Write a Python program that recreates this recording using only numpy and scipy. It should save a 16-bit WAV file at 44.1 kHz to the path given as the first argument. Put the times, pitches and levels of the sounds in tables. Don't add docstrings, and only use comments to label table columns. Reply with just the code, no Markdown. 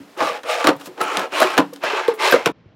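import sys
import numpy as np
from scipy import signal
from scipy.io import wavfile
from scipy.ndimage import uniform_filter1d

SR = 44100
rng = np.random.default_rng(int(sys.argv[2]) if len(sys.argv) > 2 else 0)


def linear_from_db(decibels):
    return 10 ** (np.asarray(decibels, float) / 20)


def store_pcm(level_fs):
    pcm = np.round(np.clip(level_fs, -1, 1) * 32767).astype(np.int16)
    wavfile.write(sys.argv[1], SR, np.atleast_2d(pcm).T)


N = 121275
T = np.arange(N) / SR
BAND_EDGES_HZ = np.geomspace(40, 16800, 23)
BAND_HZ = np.sqrt(BAND_EDGES_HZ[1:] * BAND_EDGES_HZ[:-1])

# start_s, level_db
SLAMS = [
    (0.0, -40.5),
    (0.209, -35.5),
    (0.683, -32.5),
    (1.584, -23),
    (2.091, -43.5),
    (2.461, -25.5),
]
# pitch_hz, level_db per Hz
SHOP = [(30, -26), (100, -17), (320, 0), (1100, -7), (3100, -14), (8000, -24), (16000, -29)]
# pitch_hz, level_db per Hz
CORNER = [(18, -44), (30, -22), (98, -5), (227, -9), (364, -15.5), (600, -14.5), (721, -21), (2750, -29.5),
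          (16000, -61)]
SHOP_DB, CORNER_DB = -48.5, -53.5
THUD_RISE_S = 0.0038


def rms_one(x):
    return x / np.sqrt(np.mean(x ** 2) + 1e-20)


def at_hz(points, hz):
    curve_hz, curve_db = np.transpose(points)
    return np.interp(np.log(hz), np.log(curve_hz), curve_db)


def drift(rate_hz):
    r = np.exp(-80 * np.pi * rate_hz / SR)
    noise = rng.standard_normal(N // 40 + 2002)
    slow = signal.lfilter([1], [1, -2 * r, r * r], noise)[2000:]
    return np.interp(np.arange(N) / 40, np.arange(len(slow)), rms_one(slow))


def bank(sources):
    bands = []
    for k, (low, high) in enumerate(zip(BAND_EDGES_HZ, BAND_EDGES_HZ[1:])):
        band_filter = signal.butter(2, [low, high], "band", fs=SR, output="sos")
        bands.append(signal.sosfilt(band_filter, sources[k % 2]))
    return np.array(bands)


def unit_gains(spectrum):
    gains = linear_from_db(at_hz(spectrum, BAND_HZ))
    return gains / np.sqrt(np.sum(gains ** 2 * np.diff(BAND_EDGES_HZ)) / (SR / 2))


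def resonance(x, hz, width_hz):
    r = np.exp(-np.pi * width_hz / SR)
    top_gain = np.array([1, 0, -1]) * (1 - r * r) / 2
    return signal.lfilter(top_gain, [1, -2 * r * np.cos(2 * np.pi * hz / SR), r * r], x)


def fading_tail(t, t60, linger_db):
    return linear_from_db(-60 * t / t60) + linear_from_db(linger_db - 60 * 0.25 * t / t60)


def struck(s, db, hz, t60, rise_s):
    out, i = np.zeros(N), int(s * SR)
    t = T[:min(N - i, int(2 * t60 * SR))]
    swell = 1 - np.exp(-(t / rise_s) ** 2)
    out[i:i + len(t)] = linear_from_db(db) * fading_tail(t, t60, -30) * swell * np.sin(2 * np.pi * hz * t)
    return out


def air(spectrum, db):
    return linear_from_db(db + 0.5 * drift(13)) * (unit_gains(spectrum) @ bank(rng.standard_normal((2, N))))


def duck():
    sink_db = np.zeros(N)
    for s, db in SLAMS:
        recovery = np.exp(-np.maximum(T - s, 0) / 0.78)
        sink_db += -1.5 * linear_from_db(db - SLAMS[3][1]) * (T > s) * recovery
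    return linear_from_db(sink_db)


def quiet_corner():
    # start_s, level_db, pitch_hz, t60_s
    bump = (2.657, -33, 100, .09)
    s, db, hz, t60 = bump
    dull = signal.butter(6, 6040, fs=SR, output="sos")
    out = signal.sosfilt(dull, air(CORNER, CORNER_DB))
    out = out + struck(s, db, hz, t60, THUD_RISE_S)
    return out + struck(s, db - 9, 3.45 * hz, 0.041, 0.0011)


def hands(bands):
    # middle_s, width_s, level_db
    brushes = [
        (.81, 0.014, -53),
        (0.863, 0.017, -45),
        (1.75, 0.015, -57.5),
    ]
    shape = sum(linear_from_db(db) * np.exp(-.5 * ((T - s) / width) ** 2) for s, width, db in brushes)
    colour = unit_gains([(300, -7), (1500, -8), (5000, -4.0), (15000, -12.5)])
    return shape * linear_from_db(1.6 * drift(40)) * (colour @ bands)


def squeaks():
    # width_ms, level_db, pitch_hz
    squeak_shapes = [(4.1, -38.5, 10000), (10, -39.5, 10000), (2.5, -29, 11000), (5.1, -44, 12400),
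                     (1.8, -49, 10000), (6.1, -29, 13000), (3.1, -33.5, 10000)]
    squeak_times = [1.016, 1.034, 1.402, 1.84, 2.14, 2.318, 2.338]
    noise = rng.standard_normal(N) * linear_from_db(3 * drift(150))
    out = np.zeros(N)
    for s, (width_ms, db, hz) in zip(squeak_times, squeak_shapes):
        hiss = resonance(resonance(noise, hz, hz * .25), hz, hz * .25)
        shape = np.exp(-.5 * (1000 * (T - s) / width_ms) ** 2)
        out += linear_from_db(db) * shape * rms_one(hiss)
    return out


def thuds():
    # start_s, peak_db, pitch_hz, t60_s
    knocks = [(0.204, -18, 649, 0.097), (0.229, -15, 504, 0.028), (0.646, -23, 668, 0.05),
              (0.683, -8.5, 295, 0.048), (0.883, -34.5, 365, 0.081), (1.005, -23, 438, 0.028),
              (1.404, -2, 620, 0.022), (1.416, -1.5, 615, 0.052), (1.58, -0.5, 520, 0.012),
              (1.587, -9.5, 290.3, 0.069), (1.726, -26, 500, 0.039), (1.835, -12, 647, 0.022),
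              (1.931, -18, 423, 0.099), (2.0821, -0.5, 460, 0.032), (2.32, -16, 577, 0.064),
              (2.34, 5.5, 496, 0.02), (2.361, -6, 584, 0.036), (2.463, -4, 426.5, 0.025),
              (2.49, -20.5, 327, 0.044)]
    # pitch ratio, level_db
    partners = [(1.0, 2), (0.92, -14.5), (0.96, -21), (2.2, -14), (2.4, -23)]
    # start_s, level_db, pitch_hz, t60_s
    rings = [(0.0, -27.5, 340, 0.028), (0.0, -27.5, 89, 0.035), (0.171, -21.5, 368, 0.05),
             (0.207, -11, 1060, 0.051), (0.218, -16.5, 288.3, 0.086), (0.644, -11, 300, .05),
             (0.672, 2.5, 1158, 0.038), (0.679, -6, 888, 0.05), (0.691, -20, 1035, 0.028),
             (0.696, -13, 280.5, 0.11), (0.698, -13.5, 916, 0.069), (0.7, -13, 543, 0.1),
             (0.717, -18, 1225, 0.032), (0.754, -31, 152, 0.091), (1.009, -3, 1300, 0.038),
             (1.172, -25.5, 194, 0.13), (1.447, -8, 381, 0.055), (1.597, -9, 284, 0.062),
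             (1.59, -24, 935, 0.048), (1.595, -18, 999, 0.07), (1.596, -28, 526, 0.16),
             (2.09, -8, 907, 0.029), (2.1, -21, 430, 0.027), (2.132, -20, 434, 0.13),
             (2.323, 1.5, 1578, 0.048), (2.461, -13.5, 167.6, 0.065)]
    # pitch_hz, level_db, t60_s
    cabinet_hum = [(284, -0.5, 0.65), (308, -10, 0.28), (146, -11.5, 0.3), (184.5, -6.5, 0.33)]
    out = np.zeros(N)
    for s, db, hz, t60 in knocks:
        for ratio, level_db in partners:
            luck_db, luck_hz = rng.normal(0, 1, 2) * (ratio != 1)
            tone_db = db + level_db + 4.5 + 1.9 * luck_db
            out += struck(s, tone_db, hz * ratio * (1 + 0.05 * luck_hz), t60, THUD_RISE_S)
    for s, db, hz, t60 in rings:
        out += struck(s, db, hz, t60, THUD_RISE_S)
    for s, db in SLAMS:
        for hz, level_db, t60 in cabinet_hum:
            out += linear_from_db(3 * drift(17)) * struck(s, db + level_db, hz, t60, 0.004)
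    return out


def clicks(bands):
    # start_s, peak_db, tilt_db per octave, t60_s
    contacts = [(0.1765, -30, 6, 0.14), (0.2055, -12, -2.2, 0.15), (0.4333, -20.5, 0.5, 0.084),
                (0.6428, -4.5, 0.1, 0.15), (0.671, 6.5, 1.5, 0.073), (0.763, -47.5, 18.5, 0.042),
                (0.798, -35.5, 3.5, 0.13), (0.811, -33.5, 3, 0.13), (0.858, -23.5, 5, 0.055),
                (0.8708, -47.5, -8.3, 0.16), (0.978, -26.5, -2, 0.12), (1.0049, -16.5, -1.5, 0.18),
                (1.0133, -20, 8, 0.073), (1.1304, -20.5, 1, 0.21), (1.1709, -4.5, 1.5, 0.061),
                (1.193, -12.5, 2, 0.16), (1.322, -24.5, -2, 0.079), (1.4028, -7, 6, 0.061),
                (1.4149, 0.5, 1.5, 0.14), (1.5395, -14.5, 0.5, 0.055), (1.57, -8.5, -4.3, 0.0095),
                (1.5784, 5, 1, 0.085), (1.6794, -60.5, 2, 0.023), (1.7336, -27.5, 8, 0.04),
                (1.761, -22.5, 3, 0.038), (1.8366, -17.5, -1, 0.16), (2.0796, -13, 2, 0.15),
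                (2.14, -43, 15, 0.16), (2.1965, -18, 0, 0.1), (2.3234, -1, 0.5, 0.16),
                (2.459, 4, 1.6, 0.062)]
    # pitch_hz, level_db per Hz
    click_body = [(59, -38), (100, -25), (373, 2), (1170, 1.5), (2130, -12.5), (2990, -10), (5080, -21),
                  (13200, -33.5), (16000, -40)]
    out, octaves = np.zeros(N), np.log2(BAND_HZ / 3000)[:, None]
    body = unit_gains(click_body)[:, None]
    bands = bands * linear_from_db(3.1 * drift(100))
    for s, db, tilt_db, t60 in contacts:
        i = int(s * SR)
        t = T[:min(SR // 4, N - i)]
        rattle = linear_from_db(-60 * t / (t60 * 2 ** (-0.19 * octaves))) * (1 - np.exp(-t / 0.0014))
        crack = linear_from_db(5) * np.exp(-t / .0015) * (octaves > -1)
        linger = linear_from_db(-27.5 - 60 * 0.25 * t / t60)
        gains = body * linear_from_db(db - 9.5 + tilt_db * octaves)
        out[i:i + len(t)] += np.sum(gains * (rattle + crack + linger) * bands[:, i:i + len(t)], axis=0)
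    return out


def rolling():
    # time_s, level_db
    strokes = [
        [(.163, -48), (.19, -31), (.225, -22), (.3, -27), (.375, -32), (.425, -62)],
        [(.425, -69), (.45, -39), (.5, -22), (.57, -25.5), (.64, -30), (.68, -26.5)],
        [(.96, -54.5), (1.01, -28), (1.07, -28.5), (1.15, -27), (1.255, -31), (1.3, -56)],
        [(1.3, -53), (1.335, -28.5), (1.39, -21), (1.5, -28.5), (1.57, -31.5), (1.6, -37)],
        [(1.805, -50.5), (1.84, -23), (1.99, -26.5), (2.05, -33), (2.12, -35.5), (2.17, -58)],
        [(2.17, -55), (2.2, -27.5), (2.255, -17), (2.31, -21), (2.44, -38.5), (2.48, -23.5)],
    ]
    # pitch_hz, level_db per Hz
    roll_body = [(100, -41.5), (200, -42), (420, -7.5), (1150, -4), (2500, -3), (3600, -9.5), (5000, -14.5),
                 (16000, -32.5)]
    # pitch_hz, width_hz, level_db
    rails = [
        [(442, 28, -8), (500, 33, 9), (622, 56, 4), (697, 40, 6.5), (846, 51, 1), (1160, 41, 9),
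         (1300, 160, -4.5), (1907, 55, -1), (2540, 120, -10.5), (3714, 88, 3.5)],
        [(295, 35, 9), (460, 180, 4.5), (602, 69, 4), (760, 120, 5), (900, 43, -1), (1070, 25, 10),
         (1334, 70, 1.5), (1555, 21, 6), (2480, 180, -6), (2880, 140, 3.5)],
        [(396, 40, 6.5), (500, 50, -2), (579, 34, 2.5), (874.5, 27, 9.5), (961, 33, 3.5), (1165, 92, 6),
         (1576, 35, 1.5), (2068, 85, 3), (2646, 160, -7), (2770, 60, -1)],
    ]
    drawer_changes = [.85, 1.7]
    # boom_db near 550 Hz, presence_db near 2.5 kHz, sizzle_db above 7 kHz
    stroke_colour = [(-0.5, -2, -2.5), (2, -1, 0.2), (1.3, -3.7, -4.1), (0, -1.5, 1.5), (1.3, -1.3, -9),
                     (-2, 1, -0.5)]

    speeds = [np.interp(T, *np.transpose(rows), left=-90, right=-90) for rows in strokes]
    speed_db = uniform_filter1d(np.max(speeds, axis=0), size=200)

    sizes = linear_from_db(4.5 * np.minimum(rng.exponential(1, (2, N)), 4)) * rng.choice([-1, 1], (2, N))
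    knocks = sizes * (rng.random((2, N)) < 1100 / SR)
    grains = rms_one(knocks) + 1.07 * rng.standard_normal((2, N))

    drawer = np.searchsorted(drawer_changes, T)
    wander = [linear_from_db(1.8 * drift(9.8)) for _ in rails[0]]
    peaks = np.zeros((2, N))
    for d, rows in enumerate(rails):
        for k, (hz, width_hz, db) in enumerate(rows):
            level = (-1) ** k * linear_from_db(db) * wander[k] * (drawer == d)
            peaks += level * resonance(grains, hz, width_hz)
    bands = bank(grains * .5 + linear_from_db(-1.5) * peaks)

    together = drift(19)
    stroke = np.searchsorted([rows[0][0] for rows in strokes[1:]], T)
    boom_db, presence_db, sizzle_db = np.transpose(stroke_colour)[:, stroke]
    out = np.zeros(N)
    for band, hz, gain in zip(bands, BAND_HZ, unit_gains(roll_body)):
        tilt_db = 0.0486 * (speed_db + 11.5) * np.log2(hz / 1500)
        colour_db = boom_db * np.exp(-np.log2(hz / 550) ** 2)
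        colour_db = colour_db + presence_db * np.exp(-np.log2(hz / 2500) ** 2)
        colour_db = colour_db + sizzle_db / (1 + (7000 / hz) ** 4)
        patchy_db = 1.5 * (.5 * together + drift(3.9))
        out += gain * band * linear_from_db(tilt_db + colour_db + patchy_db)
    out = signal.sosfilt(signal.butter(4, 242, "high", fs=SR, output="sos"), out)
    return out * linear_from_db(speed_db + 3.5)


def room(x):
    t = T[:SR // 2]
    t60_s = np.array([[0.14], [.03]])
    tails = rng.standard_normal((2, len(t))) * linear_from_db(-60 * t / t60_s) * (t > .004)
    tails[0] = signal.lfilter(*signal.butter(1, 1880, fs=SR), tails[0])
    tails /= np.sqrt(np.sum(tails ** 2, axis=1, keepdims=True))
    return signal.fftconvolve(x[None], tails, axes=1)[:, :N]


def scene():
    bands = bank(rng.standard_normal((2, N)))
    near = rolling() + clicks(bands) + hands(bands) + thuds() + squeaks()
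    echoes, difference = room(near)
    mic_low_cut = signal.butter(4, 118, "high", fs=SR, output="sos")
    near = signal.sosfilt(mic_low_cut, near + linear_from_db(-17) * echoes)

    before = np.clip((2.522 - T) / 0.0038, 0, 1)
    after = 1 - before
    middle = before * (near + duck() * air(SHOP, SHOP_DB)) + after * quiet_corner()
    wide_shop = linear_from_db(SHOP_DB) * (unit_gains(SHOP) @ bands)
    wide_corner = linear_from_db(CORNER_DB) * (unit_gains(CORNER) @ bands)
    side = before * linear_from_db(-42) * difference + linear_from_db(-17) * (before * wide_shop + after * wide_corner)
    return np.array([middle + side, middle - side])


def band_limit(x):
    return signal.sosfilt(signal.butter(12, 16960, fs=SR, output="sos"), x)


def record(dry):
    limited = dry / (1 + (dry / .9) ** 4) ** .25
    held = signal.lfilter(*signal.butter(2, 60, "high", fs=SR), limited)
    top_cut = signal.cheby2(10, 60, 17200, fs=SR, output="sos")
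    return band_limit(signal.sosfilt(top_cut, held))


dry = scene()
out = record(dry)
store_pcm(out)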